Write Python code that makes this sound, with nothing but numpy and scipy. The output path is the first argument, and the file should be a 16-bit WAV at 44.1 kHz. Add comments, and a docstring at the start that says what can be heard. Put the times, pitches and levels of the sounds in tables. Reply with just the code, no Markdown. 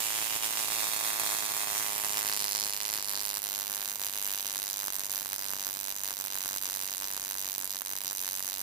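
"""A home-made high-voltage circuit sparks across its coil about 110 times a second in a rumbling room.
Each spark is one sharp shock wave; hard surfaces echo it and the small room smears it into a hiss.
A hand-held stereo camera starts off to the side. By 2.4 s it is over the circuit and the echoes weaken.
By 3.7 s it has settled close to the coil, where the snaps ring and there is less room hiss.
The buzz stutters and cracks all along, and slows to about 95 sparks a second as the battery sags."""
import sys
import numpy as np
from scipy import signal
from scipy.fft import rfft, irfft
from scipy.io import wavfile

SR = 44100
rng = np.random.default_rng(int(sys.argv[2]) if len(sys.argv) > 2 else 0)


def unload_audio(sound):
    """Save the sound as a 16-bit wav file, at the path given as the first command line argument."""
    columns = np.transpose(np.atleast_2d(sound))
    # keep every value between -1 and 1, then stretch to whole-number steps
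    steps = np.round(np.clip(columns, -1, 1) * 32767)
    wavfile.write(sys.argv[1], SR, steps.astype(np.int16))


N = 380141
CUTOFF_HZ = 15400   # the sound fades out above this pitch


def from_db(db):
    """Turn decibels into a number to multiply by."""
    return 10 ** (np.asarray(db) / 20)


def at_time(rows, seconds):
    """Read each column of a table at the given times, gliding between rows."""
    times, *columns = np.transpose(rows)
    return np.array([np.interp(seconds, times, c) for c in columns])


def at_hz(rows, hz):
    """Read each column of a table at the given pitches, gliding evenly through each octave."""
    points, *columns = np.transpose(rows)
    return np.array([np.interp(np.log(hz + 1), np.log(points), c) for c in columns])


def hump(hz, centre_hz, octaves):
    """A smooth hill of height 1 around one pitch."""
    return np.exp(-(np.log2((hz + 1) / centre_hz) / octaves) ** 2)


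def humps(hz, rows):
    """Several peaks and dips added up, in decibels."""
    return sum(db * hump(hz, centre, width) for centre, width, db in rows)


def sharp_click(db):
    """The spectrum of a click with this tone: sharp front first, ringing after (minimum phase)."""
    cepstrum = irfft(db * np.log(10) / 20)
    half = cepstrum.shape[-1] // 2
    cepstrum[..., 1:half] *= 2
    cepstrum[..., half + 1:] = 0
    return np.exp(rfft(cepstrum))


def dying_noise(fade_s, onset_s, size, count):
    """Noise bursts of equal energy that swell, then drop 60 dB in fade_s."""
    t = np.arange(size) / SR
    swell = 1 - np.exp(-(t / onset_s) ** 2)
    tail = rng.standard_normal((count, size)) * from_db(-60 * t / fade_s) * swell
    return tail / np.sqrt(np.sum(tail ** 2, axis=1, keepdims=True))


def lay_out(spectra, hz, seconds):
    """One channel with each spark's wave set down at its moment."""
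    start, fraction = np.divmod(seconds * SR, 1)
    waves = irfft(spectra * np.exp(-2j * np.pi * hz * fraction[:, None] / SR))
    where = start.astype(int)[:, None] + np.arange(waves.shape[1])
    return np.bincount(where.ravel(), waves.ravel(), N)[:N]


# Tone of the background rumble: pitch_hz, relative_db
RUMBLE_TONE = [(20, -3), (50, -2.5), (120, -7.5), (300, -11), (1000, -13.5), (8000, -16.5)]


def rumble():
    """The room's quiet, steady rumble, partly shared by both microphones."""
    white = rng.standard_normal((2, N)) + rng.standard_normal(N)
    tone = from_db(at_hz(RUMBLE_TONE, np.fft.rfftfreq(N, 1 / SR)))
    noise = irfft(rfft(white) * tone, N)
    return noise / noise.std() * from_db([[-60.5], [-53.5]])   # left, right


# How the sparks and the room come across as the camera moves: time_s, direct_db, brightness_db, room_db
BALANCE = [(0.0, 0.1, -11, 0.1), (0.85, 1, -7.5, 0.5), (1.8, 1, -5, -1.4), (2.3, 4.5, -3, -3.5),
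           (2.8, 1.85, -6, -7), (3.3, 0.8, 1, -10), (3.65, -1.5, -3.5, -10.5), (4.6, -1.23, -4, -10),
           (5.9, -2.5, -4.5, -12), (6.65, -1.64, -5.5, -10), (7.75, -2.5, -5, -14), (8.2, -1.5, -5, -11.5),
           (8.6, -2.5, -4.5, -13)]
# Tone of the room's answer to one snap: pitch_hz, left_db, right_db
ROOM_TONE = [(126, -23.5, -17), (410, -8.5, -19.5), (760, -40, -0.5), (1150, -15, -9), (1770, -6, -7),
             (2300, -3, -1.5), (3860, -24, -1), (6470, 0, -1.5), (8300, -7, 0.5), (11800, -9, 0),
             (14200, -17, 2)]


def room_hiss(seconds, strength_db, hz, level_db, routes):
    """The snaps' tails blur into a hiss; sparks jump between a few routes, each with its own tail."""
    _, _, room_db = at_time(BALANCE, seconds)[:, :, None]
    waves = [sharp_click(level_db + strength_db + room_db + tone) for tone in at_hz(ROOM_TONE, hz)]
    route = rng.integers(0, routes, len(seconds))
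    shared, *own = [dying_noise(fade_s=.12, onset_s=.0002, size=SR // 4, count=2)
                    for _ in range(routes + 1)]
    # below 570 Hz the room answers every route alike
    low, high = (signal.butter(2, 570, kind, fs=SR, output="sos") for kind in ("low", "high"))
    hiss = 0
    for k in range(routes):
        tail = signal.sosfilt(low, shared) + signal.sosfilt(high, own[k])
        sent = np.array([lay_out(wave[route == k], hz, seconds[route == k]) for wave in waves])
        hiss = hiss + signal.oaconvolve(sent, tail, axes=1)[:, :N]
    return hiss


# Where the camera is: time_s, position (0 to the side, 1 over the circuit, above 1 close to the coil)
CAMERA_PATH = [(1.85, 0.047), (2.4, 1.01), (3.15, 1.06), (3.7, 1.294)]
# Strength of the echoes off four nearby surfaces: position, first_db, second_db, third_db, fourth_db
ECHO_LEVELS = [(0, -5.5, -9, -7.5, -7), (0.9, -8.5, -14, -14, -13), (1.5, -17, -22, -20, -20)]
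# How late those echoes arrive: time_s, first_s, second_s, third_s, fourth_s
ECHO_DELAYS = [(0.0, .00078, .00122, .003, .00745), (0.6, .00081, .00133, .00287, .00742),
               (1.0, .00086, .00143, .00283, .00744), (1.6, .00092, .00157, .00284, .0075),
               (2.0, .00104, .00175, .00308, .00763), (2.5, .00118, .00194, .00322, .0078),
               (3.2, .00111, .00195, .0032, .00784), (3.8, .00079, .0018, .00308, .00788)]
# An extra echo that swells briefly and makes the treble swirl: time_s, delay_s, level_db
SWIRL = [(7.7, .0009, -30), (7.85, .00094, -8), (8.1, .00104, -9), (8.3, .00112, -40)]


def nearby_echoes(hz, seconds):
    """The direct wave plus echoes that slide and fade as the camera closes in."""
    position = at_time(CAMERA_PATH, seconds)[0]
    delays = at_time(ECHO_DELAYS, seconds)
    delays = delays + .00001 * rng.standard_normal(delays.shape)   # each spark lies a little elsewhere
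    echoes = list(zip(delays[:, :, None], at_time(ECHO_LEVELS, position)[:, :, None]))
    paths, energy = 1, 1
    for delay, db in echoes + [at_time(SWIRL, seconds)[:, :, None]]:
        gain = from_db(db) * hz ** 2 / (hz ** 2 + 4800 ** 2)   # small surfaces return little bass
        paths = paths + gain * np.exp(-2j * np.pi * hz * delay)
        energy = energy + gain ** 2
    return paths / np.sqrt(energy)


# A broad peak in the tone that wanders, swells and fades: time_s, pitch_hz, level_db
WANDERING_PEAK = [(0.1, 2600, 1.5), (0.6, 3300, 1), (1.6, 3780, 0), (1.85, 5000, -1), (2.1, 4540, -1),
                  (2.3, 4970, 1), (2.55, 4880, 4), (2.8, 4960, 0.5), (3.2, 4370, 3.5), (3.95, 3090, 0),
                  (4.2, 2940, 3.5), (4.45, 3200, 1.5), (5.0, 5000, 1)]
# The hollow tone heard while passing the circuit: pitch_hz, width_octaves, level_db
PASSING_HOLLOW = [(690, .2, 2.5), (1080, .15, 2), (2520, .09, 2), (2960, .075, -12), (3720, .06, 4),
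                  (4290, .04, 5)]
# That hollow tone comes and goes, sinking a little: time_s, depth (0 to 1), pitch_ratio
PASSING_DEPTH = [(0.5, 0, 1.03), (0.8, .9, 1.01), (1.25, 1.0, 1.0), (1.7, .6, .99), (2.3, 0, .98)]
# The ring flares for a moment as the sparks take another route: time_s, pitch_hz, level_db
FLARES = [(1.79, 6000, 3.5), (2.75, 4700, 0), (3.15, 4200, 2.5), (3.2, 5250, 1.5), (4.7, 5100, 2.5),
          (4.78, 6400, 2), (5.4, 5100, 4.5), (5.75, 6300, -2), (6.02, 6300, 3), (6.52, 6100, 1),
          (6.7, 6350, 0), (7.04, 5100, -1.5), (8.09, 5670, 0.5), (8.28, 6100, 2)]


def shifting_tone(seconds, hz, flare_s):
    """Tone changes that span many sparks, in decibels: wandering peak, passing hollow and flares."""
    peak_hz, peak_db = at_time(WANDERING_PEAK, seconds)[:, :, None]
    depth, ratio = at_time(PASSING_DEPTH, seconds)[:, :, None]
    flares = sum(db * np.exp(-((seconds[:, None] - s) / flare_s) ** 2) * hump(hz, centre, octaves=.17)
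                 for s, centre, db in FLARES)
    return hump(hz, peak_hz, octaves=.5) * peak_db + depth * humps(hz / ratio, PASSING_HOLLOW) + flares


# Stutters, which are short runs of feeble sparks: start_s, spark_count, level_db
STUTTERS = [(0.197, 2, -1.5), (0.3802, 4, -5), (0.5167, 1, -6), (0.6653, 1, -7), (0.693, 1, -15),
            (1.5286, 1, -8), (1.6533, 1, -4), (2.384, 1, -7), (2.716, 1, -7), (2.7847, 2, -7),
            (3.007, 1, -4), (3.036, 1, -7), (3.0658, 2, -3), (3.114, 1, 0), (3.4003, 2, -10),
            (3.9275, 3, -4.5), (3.9672, 3, -7.5), (4.076, 1, -4), (4.107, 1, -5), (4.127, 1, -2.5),
            (4.751, 1, -5), (4.893, 1, -7.5), (4.914, 1, -14), (4.975, 1, -7), (5.026, 1, -6),
            (5.0767, 2, -8), (5.239, 1, -7), (5.3005, 2, -3.5), (5.372, 1, -12), (5.781, 1, -6),
            (5.9344, 2, -7), (6.1492, 2, -7), (6.231, 1, -7), (6.293, 1, -10), (6.5935, 2, -8),
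            (6.887, 2, -1), (6.959, 1, -4), (6.991, 1, -5), (7.064, 2, -2.5), (7.094, 1, -5),
            (7.187, 1, -9), (7.571, 1, -9), (7.686, 1, -10), (7.83, 2, -12), (7.945, 1, -15),
            (7.9963, 1, -12), (8.027, 1, -7), (8.14, 1, -9.5), (8.4156, 1, -6)]
# Single sparks that crack or pop out of the buzz: start_s, level_db, extra_knock_db, extra_ring_db
CRACKS = [(0.0036, 4, 0, 0.5), (1.1975, 6, -0.5, -3), (1.779, 3, -2, 2), (1.864, 1, 0, 0),
          (2.047, 5.5, 0, -3), (2.1718, 5, 1, -1), (2.326, -1, 7, 3), (2.9386, 6.5, -11, -5),
          (2.9863, 0.5, 3, -3), (3.135, 0.5, 6.5, -3), (3.9576, 4.5, -0.5, -3), (4.0166, 5, -1, -3),
          (4.067, 3, 0, 1.5), (4.306, 0.5, 5, 0), (4.5584, -1, 10, 1), (4.5793, 1, -13, 0),
          (4.7, -0.5, -3, 2.5), (4.8316, -1.5, 7, 1), (4.882, 1.5, 8, 1), (5.117, 8, -13, -10),
          (5.158, 0, 4, 4), (5.259, 0.5, 6, 1), (5.3311, 2.5, 5, -1), (5.5352, 4.5, 3, -5),
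          (5.6682, 4.5, 2, -2.5), (5.924, -0.5, 7, 0), (6.0355, 1.5, 4.5, 0.5), (6.1072, 3, 5, -2),
          (6.1168, -1, 4.5, -2), (6.2712, 0, 3, -2), (6.3748, 0, 5, 1), (6.4587, 2, 5, 0),
          (6.562, 2.5, 4, -3), (6.656, 1.5, 7, 1), (6.699, 0.5, 6, 1), (7.022, 0.5, 6, 2),
          (7.043, -2, 3, 9.5), (7.1141, 2.5, -2, -6), (7.177, 2, 6.5, 1.5), (7.3105, 1, 6, 1),
          (7.353, -1.5, 7, -2), (7.5811, 6, 3, -3.5), (7.6334, -4.5, 10, 1), (7.6447, 6.5, -7, -6),
          (7.7678, -2.5, 5, 7), (7.819, 2.5, 8, 0), (7.9541, -2.5, 9, 1), (8.079, 2.5, -1, 3),
          (8.1205, -1, 7, -5), (8.278, 0, 7, 4), (8.289, 0.5, 2, 3), (8.405, 0.5, 7, -4),
          (8.478, -0.5, 8, 4.5), (8.52, 0.5, 6.5, -1)]


def sparks(jitter, wait_per_db, early_share, early_by):
    """Times and strengths: a capacitor charges until a spark jumps, never at quite the same voltage."""
    fresh_hz, sagged_hz, sag_s = 110.13, 91.85, 5.0   # the battery sags, so charging gets slower
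    t = np.arange(N) / SR
    cycles = np.cumsum(sagged_hz + (fresh_hz - sagged_hz) * np.exp(-t / sag_s)) / SR
    events = sorted(list(STUTTERS) + [(s, 1, db) for s, db, _, _ in CRACKS])
    event_s, runs, event_db = np.transpose(events)
    event_cycles = np.interp(event_s, t, cycles)
    firsts = np.r_[0, np.cumsum(np.round(np.diff(event_cycles)))].astype(int)
    count = int(cycles[-1]) + 2
    db = .9 * rng.standard_normal(count)
    db -= 3.6 * (rng.random(count) < .11)   # now and then the gap fires weakly
    for first, run, level_db in zip(firsts, runs, event_db):
        db[first:first + round(run)] = level_db
    # a weak spark leaves charge behind, so the next one comes early; waits count charging cycles
    waits = 1 + jitter * rng.standard_normal(count) + wait_per_db * (db - db.mean())
    waits -= early_by * ((rng.random(count) < early_share) - early_share)   # some just fire early
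    due = np.cumsum(waits) - waits
    # stutters and cracks keep their moments
    due += np.interp(np.arange(count), firsts, event_cycles - due[firsts])
    heard = due < cycles[-1]
    return np.interp(due[heard], cycles, t), db[heard]


# The low knock in the snaps: time_s, level_db
KNOCK = [(0.0, -5), (1.2, 0), (2.15, -1), (2.65, -3), (3.3, 1), (4.4, -3), (5.0, -1.5), (5.5, -2),
         (6.55, -2.5), (6.9, -3.5), (7.15, -1.5), (7.45, -5), (8.1, -3.5), (8.6, -5)]
# The boxy tone that every snap has: pitch_hz, width_octaves, level_db
BOXY = [(610, 0.098, 1), (780, 0.19, -2.5)]


def spark_tone(seconds, hz):
    """Each spark's length and slant set its low knock, its ring and its treble, in decibels."""
    knock_band = .51 / (1 + (hz / 2300) ** 4) + .5 * hump(hz, 1300, octaves=.55)
    ring_band = hump(hz, 4700, octaves=1.0)
    treble_band = 1 - 1 / (1 + (hz / 8000) ** 4)
    spread_db = (1.2, .6, .6)
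    knock_db, ring_db, treble_db = (rng.standard_normal((len(seconds), 3)) * spread_db).T[:, :, None]
    for s, _, extra_knock_db, extra_ring_db in CRACKS:
        spark = np.argmin(abs(seconds - s))
        knock_db[spark], ring_db[spark] = extra_knock_db, extra_ring_db
    knock_db = knock_db + at_time(KNOCK, seconds).T
    return knock_band * knock_db + ring_band * ring_db + treble_band * treble_db + humps(hz, BOXY)


# The part of a snap that is new each time, next to its steady part: pitch_hz, left_db, right_db
CHANGING_PART = [(131, 1, 9), (600, -13, -8), (1300, -15, -10), (2400, -2, 0), (4700, -9, -7), (8100, 0, 1),
                 (12900, 6, -8)]


def snap_variation(hz, side, count):
    """Each snap sounds a little different in each microphone, most in the right one's bass."""
    share = from_db(at_hz(CHANGING_PART, hz)[side])
    smear = dying_noise(fade_s=.0011, onset_s=1 / SR, size=64, count=count)
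    return (1 + share * rfft(smear, 2 * len(hz) - 2)) / np.hypot(1, share)


# Tone of a snap from the side and from above: pitch_hz, left_db, right_db
SIDE_TONE = [(130, -25, -13.5), (477, -18.5, -11), (756, -2, -10), (1110, -2.5, -12.5), (1440, -5, -14),
             (2060, -5.5, -20.5), (2600, -18, -7.5), (3320, -8, -9.5), (4000, -16.5, -17.5),
             (5340, -12.5, -9), (7500, -11.5, -9.5), (9750, -31, -2.5), (11400, -14, -1.5), (13200, -22, 0),
             (15100, -40, -10)]
ABOVE_TONE = [(130, -29.5, -14), (452, -18.5, -12), (960, -4.5, -17.5), (1470, -8, -12),
              (2010, -6.5, -12.5), (2600, -17, -9.5), (3640, -17, -11), (4200, -16, -5), (4800, -8, -7),
              (7500, -13, -7), (7300, -0.5, -9.5), (8280, -21, -13), (10350, -18, -1.5),
              (11900, -11.5, -3.5), (13100, -21, -2), (14600, -24, -6)]
# An exaggerated tone, partly blended in to give the bright, ringing snap close to the coil:
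# pitch_hz, left_db, right_db
CLOSE_TONE_PULL = [(133, -83, -7), (520, -16, -5), (990, -7, -3), (1510, -15.5, 0.5), (1820, -5, -16),
                   (3370, -28, -10.5), (3600, -44, 3.5), (4680, -33, -5), (4750, 4, -11), (5540, -19, -22),
                   (5670, -19, 7.5), (6300, 23, -36), (6930, -12, 6), (7340, -8, -1.5), (8900, 11, -10.5),
                   (10330, 5, 0.5), (10470, 2, 9), (13100, -13, 17.5), (14600, 18, 24.5)]
# The hollow ring heard close to the coil: pitch_hz, width_octaves, level_db
COIL_RING = [(4480, .07, -3.5), (5430, .06, -4.5), (6150, .11, 4.5)]


def snaps(seconds, strength_db, hz, direct_db, scatter_db, left_lag_s):
    """Shock waves reach both microphones, with a brief scatter off the coil, clips and camera body."""
    count = len(seconds)
    position = at_time(CAMERA_PATH, seconds).T
    blend = np.maximum(1 - abs(position - np.arange(3)), 0)   # shares of the three tones below
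    tones = np.array([at_hz(rows, hz) for rows in (SIDE_TONE, ABOVE_TONE, CLOSE_TONE_PULL)])
    level_db, bright_db, _ = at_time(BALANCE, seconds)[:, :, None]
    tilt = 1 / (1 + (7500 / (hz + 1)) ** 4) - .5
    ring_ratio = 1 + .022 * rng.standard_normal((count, 1))   # each spark's place shifts its ring
    ring_db = np.minimum(2 * blend[:, 2:], 1) * humps(hz / ring_ratio, COIL_RING)
    common_db = direct_db + strength_db + level_db + bright_db * tilt + ring_db
    spill = from_db(scatter_db) * hz / np.hypot(hz, 2500) / np.hypot(1, hz / 11000)
    echoes = nearby_echoes(hz, seconds)
    channels = []
    for side, lag in enumerate((left_lag_s, 0)):
        variation = snap_variation(hz, side, count)
        scatter = dying_noise(fade_s=.006, onset_s=.0026, size=256, count=count)
        roughness = (variation + spill * rfft(scatter, 2 * len(hz) - 2)) / np.hypot(1, spill)
        wave = sharp_click(common_db + blend @ tones[:, side]) * roughness
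        channels.append(lay_out(-wave * echoes, hz, seconds + lag))
    return np.array(channels)


def scene():
    """One train of sparks makes both the snaps and the room's hiss, over the rumble."""
    hz = np.fft.rfftfreq(1024, 1 / SR)
    seconds, db = sparks(jitter=.011, wait_per_db=.002, early_share=.22, early_by=.042)
    rolloff_db = -30 * np.clip((hz - CUTOFF_HZ) / (SR / 2 - CUTOFF_HZ), 0, 1)
    tone_db = spark_tone(seconds, hz) + shifting_tone(seconds, hz, flare_s=.06)
    strength_db = db[:, None] + rolloff_db + tone_db
    direct = snaps(seconds, strength_db, hz, direct_db=.03, scatter_db=-12.5, left_lag_s=.00021)
    return direct + room_hiss(seconds, strength_db, hz, level_db=-2.0, routes=3) + rumble()


def record(dry):
    """The camera thins the deep bass, has one shallow dip in the treble and cuts the very top."""
    thinned = signal.sosfilt(signal.butter(1, 35, "high", fs=SR, output="sos"), dry)
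    notched = signal.lfilter(*signal.iirnotch(12560, Q=45, fs=SR), thinned)
    top_cut = signal.firwin(121, CUTOFF_HZ, fs=SR)[None]
    return signal.oaconvolve(.5 * (thinned + notched), top_cut, "same", axes=1)


dry = scene()
out = record(dry)
unload_audio(out)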